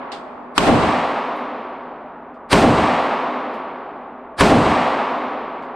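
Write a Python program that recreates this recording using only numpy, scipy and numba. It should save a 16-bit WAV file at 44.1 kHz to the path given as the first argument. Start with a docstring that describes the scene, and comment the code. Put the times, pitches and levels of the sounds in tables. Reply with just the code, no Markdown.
"""An earlier pistol shot is still dying away in an indoor range while the ventilation hums underneath. A spent
case clacks down, then three more shots follow about two seconds apart, with fainter cases around them. Each
shot is a crack of shaped noise, with a short rush leading into it; fading noise forms the booth slap, far-end
boom and hall ring. The stereo image starts wide and closes early on; gain control and soft overload flatten the
blasts."""
import sys
import numpy as np
from scipy import signal
from scipy.fft import rfft, irfft
from scipy.io import wavfile
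from numba import njit

SR = 44100
rng = np.random.default_rng(int(sys.argv[2]) if len(sys.argv) > 2 else 0)


def unload_audio(sound):
    """Save the sound as a 16-bit wav file, at the path given as the first command line argument."""
    columns = np.transpose(np.atleast_2d(sound))
    # keep every value between -1 and 1, then stretch to whole-number steps
    steps = np.round(np.clip(columns, -1, 1) * 32767)
    wavfile.write(sys.argv[1], SR, steps.astype(np.int16))


N = 253575  # length in samples
TAIL = 5 * SR // 2  # length of the room's answer in samples
TAIL_TIME = np.arange(TAIL) / SR  # seconds since the shot
FAR_END_S = .089  # delay of the answer from the far end


def undb(db):
    """Turn decibels into a gain."""
    return 10 ** (np.asarray(db) / 20)


def at(points, hz):
    """Read a curve of (Hz, value) points, spacing the frequencies logarithmically."""
    point_hz, value = np.transpose(points)
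    return np.interp(np.log(np.maximum(hz, 1)), np.log(point_hz), value)


def bins(size):
    """List the frequencies in the spectrum of a sound of size samples."""
    return np.arange(size // 2 + 1) * SR / size


# How wide the noise sounds, before the image narrows.
# Each row: frequency in Hz, side level compared with mid in dB.
WIDTH = [(60, -5), (250, -13), (600, -11), (1200, -7), (2500, -4), (7000, -2)]


def noise(spectrum, size):
    """Random hiss coloured by a spectrum in dB per Hz, as a mid and a side signal."""
    hz = bins(size)
    mid_and_side = np.array([np.ones(len(hz)), undb(at(WIDTH, hz))])
    colour = undb(at(spectrum, hz)) * mid_and_side
    white = rfft(rng.standard_normal((2, size)))
    return irfft(white * colour * np.sqrt(SR / 2), size)


def fade(t, t60):
    """Silent before t = 0, then dying away exponentially by 60 dB in t60 seconds."""
    return (t >= 0) * np.exp(-np.log(1000) * np.maximum(t, 0) / t60)


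def add(out, sound, s):
    """Mix in a sound that starts at s seconds, cutting off what falls outside."""
    start = int(s * SR)
    first, last = max(start, 0), min(start + sound.shape[1], N)
    if last > first:
        out[:, first:last] += sound[:, first - start:last - start]


# Standing waves between the walls, and the gaps between them.
# Each row: frequency in Hz, width in Hz, boost or cut in dB.
STANDING_WAVES = [(125, 10, -6), (169, 8, 6), (193, 12, -5), (222, 10, 2), (252, 8, 4), (275, 10, 1),
                  (298, 9, 3), (332, 14, -7), (364, 8, 3), (388, 9, -5), (409, 8, 6), (465, 20, -2),
                  (527, 8, 4), (570, 16, -2), (612, 8, 4), (665, 14, 2), (1140, 12, 4)]


def room_field(spectrum, size):
    """Spectrum of dense reflections; waves that fit between the walls are stronger, the gaps weaker."""
    hz = bins(size)
    ripple_db = sum(db * np.exp(-((hz - f) / width) ** 2) for f, width, db in STANDING_WAVES)
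    return rfft(noise(spectrum, size)) * undb(ripple_db)


# Echoes between pairs of facing walls: first across the lanes, then along them.
# Each row: first return in seconds, round trip in seconds, swell in dB before it is offset and fades.
FLUTTER_ECHOES = [(.0588, .0512, 2.6), (.185, .2052, 2)]


def flutter(t, width_s=.015, life_s=1.6, between_db=-1):
    """Swell in dB at each return of the blast between facing walls; it fades as the sound scatters."""
    swell_db = between_db
    for first_s, trip_s, db in FLUTTER_ECHOES:
        trips = np.maximum(np.round((t - first_s) / trip_s), 0)
        from_nearest_s = t - first_s - trips * trip_s
        swell_db = swell_db + db * np.exp(-(from_nearest_s / width_s) ** 2)
    return swell_db * np.exp(-t / life_s)


# Starting colour of the reflections off the booth walls, before swells and levels.
# Each row: frequency in Hz, density in dB per Hz.
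BOOTH_COLOUR = [(20, -45), (35, -44), (70, -31), (160, -30), (270, -28.5), (450, -33.5), (700, -35),
                (1200, -40), (1800, -44), (3000, -50.5), (5000, -56), (9000, -65), (11000, -76),
                (15500, -88)]


def booth_slap():
    """The nearby booth walls answer at once with dense reflections that die quickly."""
    level = undb(flutter(TAIL_TIME) + 1.5)
    return irfft(room_field(BOOTH_COLOUR, TAIL)) * fade(TAIL_TIME, .45) * level


# Colour of the far end's boom, before its build-up, swells and levels.
# Each row: frequency in Hz, density in dB per Hz.
BOOM_COLOUR = [(20, -47), (35, -44), (70, -31.5), (160, -30), (270, -27), (450, -33), (700, -34),
               (1300, -45), (3000, -66), (6000, -90), (15000, -120)]


def far_end_boom():
    """The far end answers late; its reflections pile up over a few hundredths of a second."""
    since_s = TAIL_TIME - FAR_END_S
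    build = 1 - fade(np.maximum(since_s, 0), .12)
    level = undb(flutter(TAIL_TIME) + .5)
    return irfft(room_field(BOOM_COLOUR, TAIL)) * build * fade(since_s, .72) * level


# Starting colour of the ring in the concrete hall, before swells and levels.
# Each row: frequency in Hz, density in dB per Hz.
HALL_COLOUR = [(30, -80), (110, -67), (170, -55), (250, -42), (420, -44.7), (750, -39.5), (1100, -40),
               (1500, -48.2), (2400, -50.7), (4200, -58.2), (6500, -66.5), (8700, -64), (10200, -74.5),
               (13000, -81.5), (15500, -92)]
# How long the hall rings.
# Each row: frequency in Hz, time to die away by 60 dB in seconds.
HALL_DECAY = [(100, 4), (250, 3.7), (800, 3.6), (1500, 3.25), (2300, 2.7), (3200, 2.25), (4200, 1.92),
              (6000, 1.43), (8600, 1.1), (11000, .88), (15000, .8)]


def hall_ring():
    """The hall rings long; air soaks up the treble, so each band of pitch dies at its own pace."""
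    field, hall = room_field(HALL_COLOUR, TAIL), 0
    swell_db = flutter(TAIL_TIME)
    centres = np.geomspace(500, 14000, 12)  # the outer bands also hold all that lies beyond
    for hz, share in zip(centres, np.eye(len(centres))):
        band = irfft(field * at(np.c_[centres, share], bins(TAIL)))
        # baffles scatter the treble, so only lows come back as distinct echoes
        band_swell_db = swell_db / (1 + (hz / 1500) ** 2)
        hall = hall + band * fade(TAIL_TIME, at(HALL_DECAY, hz)) * undb(band_swell_db)
    return hall


# Colour of the rush into the crack, before its swell and the shot's own rush level.
# Each row: frequency in Hz, density in dB per Hz.
RUSH_COLOUR = [(50, -52), (400, -47), (1000, -44), (1600, -46), (3000, -56), (4500, -54), (6500, -68),
               (9300, -60), (11500, -76), (15500, -88)]


def rush(t):
    """A short burst of noise that grows up to its very end."""
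    dying = noise(RUSH_COLOUR, len(t)) * np.exp(-(t / .018) ** 2)
    return dying[:, ::-1]  # turned round in time


# Starting colour of the muzzle crack, before the shot's own crack level.
# Each row: frequency in Hz, density in dB per Hz.
CRACK_COLOUR = [(60, -48), (400, -34), (1100, -27), (2000, -40), (3300, -32), (4200, -42), (6000, -51),
                (9000, -51), (11000, -65), (16000, -78)]


def muzzle_crack(t):
    """A burst of noise that starts at full strength and dies within hundredths of a second."""
    return noise(CRACK_COLOUR, len(t)) * fade(t, .034)


# The pistol shots; the first is over before the sound begins, leaving only its tail.
# Each row: time in seconds, room level in dB, crack level in dB, early reflections in dB, rush level in dB.
PISTOL_SHOTS = [(-1.2, -.4, 0, 0, -20), (.5793, -1.7, 1.5, -8, -14), (2.5293, .5, -2.5, 0, -.5),
                (4.408, .5, -2.5, 0, -1.5)]


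def pistol():
    """A short rush leads into each muzzle crack, then the room answers, the same room every time."""
    out = np.zeros((2, N))
    booth, far, hall = booth_slap(), far_end_boom(), hall_ring()
    burst_time = np.arange(SR // 10) / SR
    # 1 at first, sliding to 0 as the far end answers: weak early reflections leave a dip until then
    early = np.clip(.5 + (FAR_END_S - TAIL_TIME) / .04, 0, 1)
    for s, room_db, crack_db, early_db, rush_db in PISTOL_SHOTS:
        room = booth * undb(early_db) + far + hall * undb(.45 * early_db * early)
        add(out, undb(room_db) * room, s)
        add(out, undb(crack_db) * muzzle_crack(burst_time), s)
        add(out, undb(rush_db) * rush(burst_time), s - len(burst_time) / SR)  # ends at the crack
    return out


# Colour of the air rushing through the ducts, before the standing waves.
# Each row: frequency in Hz, density in dB per Hz.
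AIR_COLOUR = [(25, -85), (70, -80), (120, -84), (240, -71), (400, -72), (800, -67), (1100, -70),
              (2000, -88), (4000, -115), (8000, -145), (15000, -146)]
# The hum of the fans.
# Each row: frequency in Hz, average (rms) level in dB.
FAN_HUM = [(247.6, -46), (371.4, -56), (662, -54)]


def ventilation(waver_hz=1.2, steady_db=4):
    """Air rushes through the ducts; each fan tone is a steady sine plus a weaker, wavering narrow noise."""
    hum, t = 0, np.arange(N) / SR
    for hz, db in FAN_HUM:
        narrow = 1 / (1 + ((bins(N) - hz) / waver_hz) ** 2)
        waver = irfft(rfft(rng.standard_normal(N)) * narrow, N)
        steady = np.sqrt(2) * np.sin(2 * np.pi * hz * t)
        tone = waver / waver.std() + undb(steady_db) * steady
        hum = hum + undb(db) * tone / tone.std()
    return irfft(room_field(AIR_COLOUR, N), N) + hum * np.array([[1], [0]])  # hum in the centre only


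# Starting colour of a case's clack, before the landing's own level.
# Each row: frequency in Hz, density in dB per Hz.
CLACK_COLOUR = [(500, -85), (1500, -63), (2600, -65), (3450, -59), (4000, -64), (4700, -63), (5800, -76),
                (8500, -76), (10500, -94), (15000, -106)]


def case_clack(t):
    """The knock of the landing is short noise; a fainter, longer tail is the hall it stirs."""
    return noise(CLACK_COLOUR, len(t)) * (fade(t, .2) + undb(-25) * fade(t, 1.3))


# Starting colour of the bright tick of a case's rim, before the landing's own level.
# Each row: frequency in Hz, density in dB per Hz.
RIM_COLOUR = [(3000, -104), (8000, -103), (10500, -108), (13500, -100), (15500, -106)]


def rim_tick(t):
    """The rim ticks brightly: treble noise that dies quickly."""
    return noise(RIM_COLOUR, len(t)) * fade(t, .2)


# The ringing tones of a brass case.
# Each row: frequency in Hz, level compared with the first tone in dB, time to die away by 60 dB in seconds.
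BRASS_TONES = [(10930, 0, .3), (11040, -4, .2), (13060, -8, .25)]


def brass_ring(t):
    """The brass vibrates at a few high pitches, each a fading sine; the side gets half as much."""
    ring = sum(undb(db) * np.sin(2 * np.pi * hz * t) * fade(t, t60) for hz, db, t60 in BRASS_TONES)
    return ring * np.array([[1], [.5]])


# The spent cases landing.
# Each row: time in seconds, clack level in dB, ring level in dB, rim tick level in dB.
CASE_LANDINGS = [(.1177, -6, -88, -14), (1.36, -42, -63, -10), (2.341, -39, -105, -35),
                 (3.536, -25, -69, -5), (5.622, -29, -90, -13)]


def cases():
    """Spent brass lands on the booth or the floor: a clack, a faint rim tick and a very faint ring."""
    out, t = np.zeros((2, N)), np.arange(SR) / SR
    contact = 1 - fade(t, .006)  # softens the very start
    for s, clack_db, ring_db, rim_db in CASE_LANDINGS:
        landing = undb(clack_db) * case_clack(t)
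        landing = landing + undb(rim_db) * rim_tick(t)
        landing = landing + undb(ring_db) * brass_ring(t)
        add(out, contact * landing, s)
    return out


def scene(narrow_from_s=.6, narrowing_s=.39, centred_side_db=-48):
    """Mix all sources into left and right; the image starts wide, then closes to the centre and stays."""
    mid, side = pistol() + ventilation() + cases()
    closing = np.maximum(np.arange(N) / SR - narrow_from_s, 0) / narrowing_s
    side = side * (np.exp(-closing ** 2) + undb(centred_side_db))
    return np.array([mid + side, mid - side])


@njit
def follow(power, attack, release):
    """Track the loudness, moving by one share of the gap per sample when rising, another when falling."""
    out, level = np.empty(len(power)), 0.
    for i in range(len(power)):
        level += (power[i] - level) * (attack if power[i] > level else release)
        out[i] = level
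    return out


def record(dry, threshold_db=-12.3, ratio=2.6, attack_s=.008, release_s=.022, top_hz=15500):
    """Gain control holds the blasts down, the peaks overload softly, and the top is cut."""
    power = follow(np.mean(dry ** 2, axis=0), 1 / (attack_s * SR), 1 / (release_s * SR))
    excess = np.hypot(1, power / undb(threshold_db) ** 2)  # hypot makes the onset gradual
    loud = dry * excess ** ((1 / ratio - 1) / 2)
    rounded = .95 * loud / (1 + loud ** 4) ** .25  # peaks bend towards .95
    top_cut = signal.ellip(8, .2, 70, top_hz, fs=SR, output="sos")
    return signal.sosfilt(top_cut, rounded)


dry = scene()
out = record(dry)
unload_audio(out)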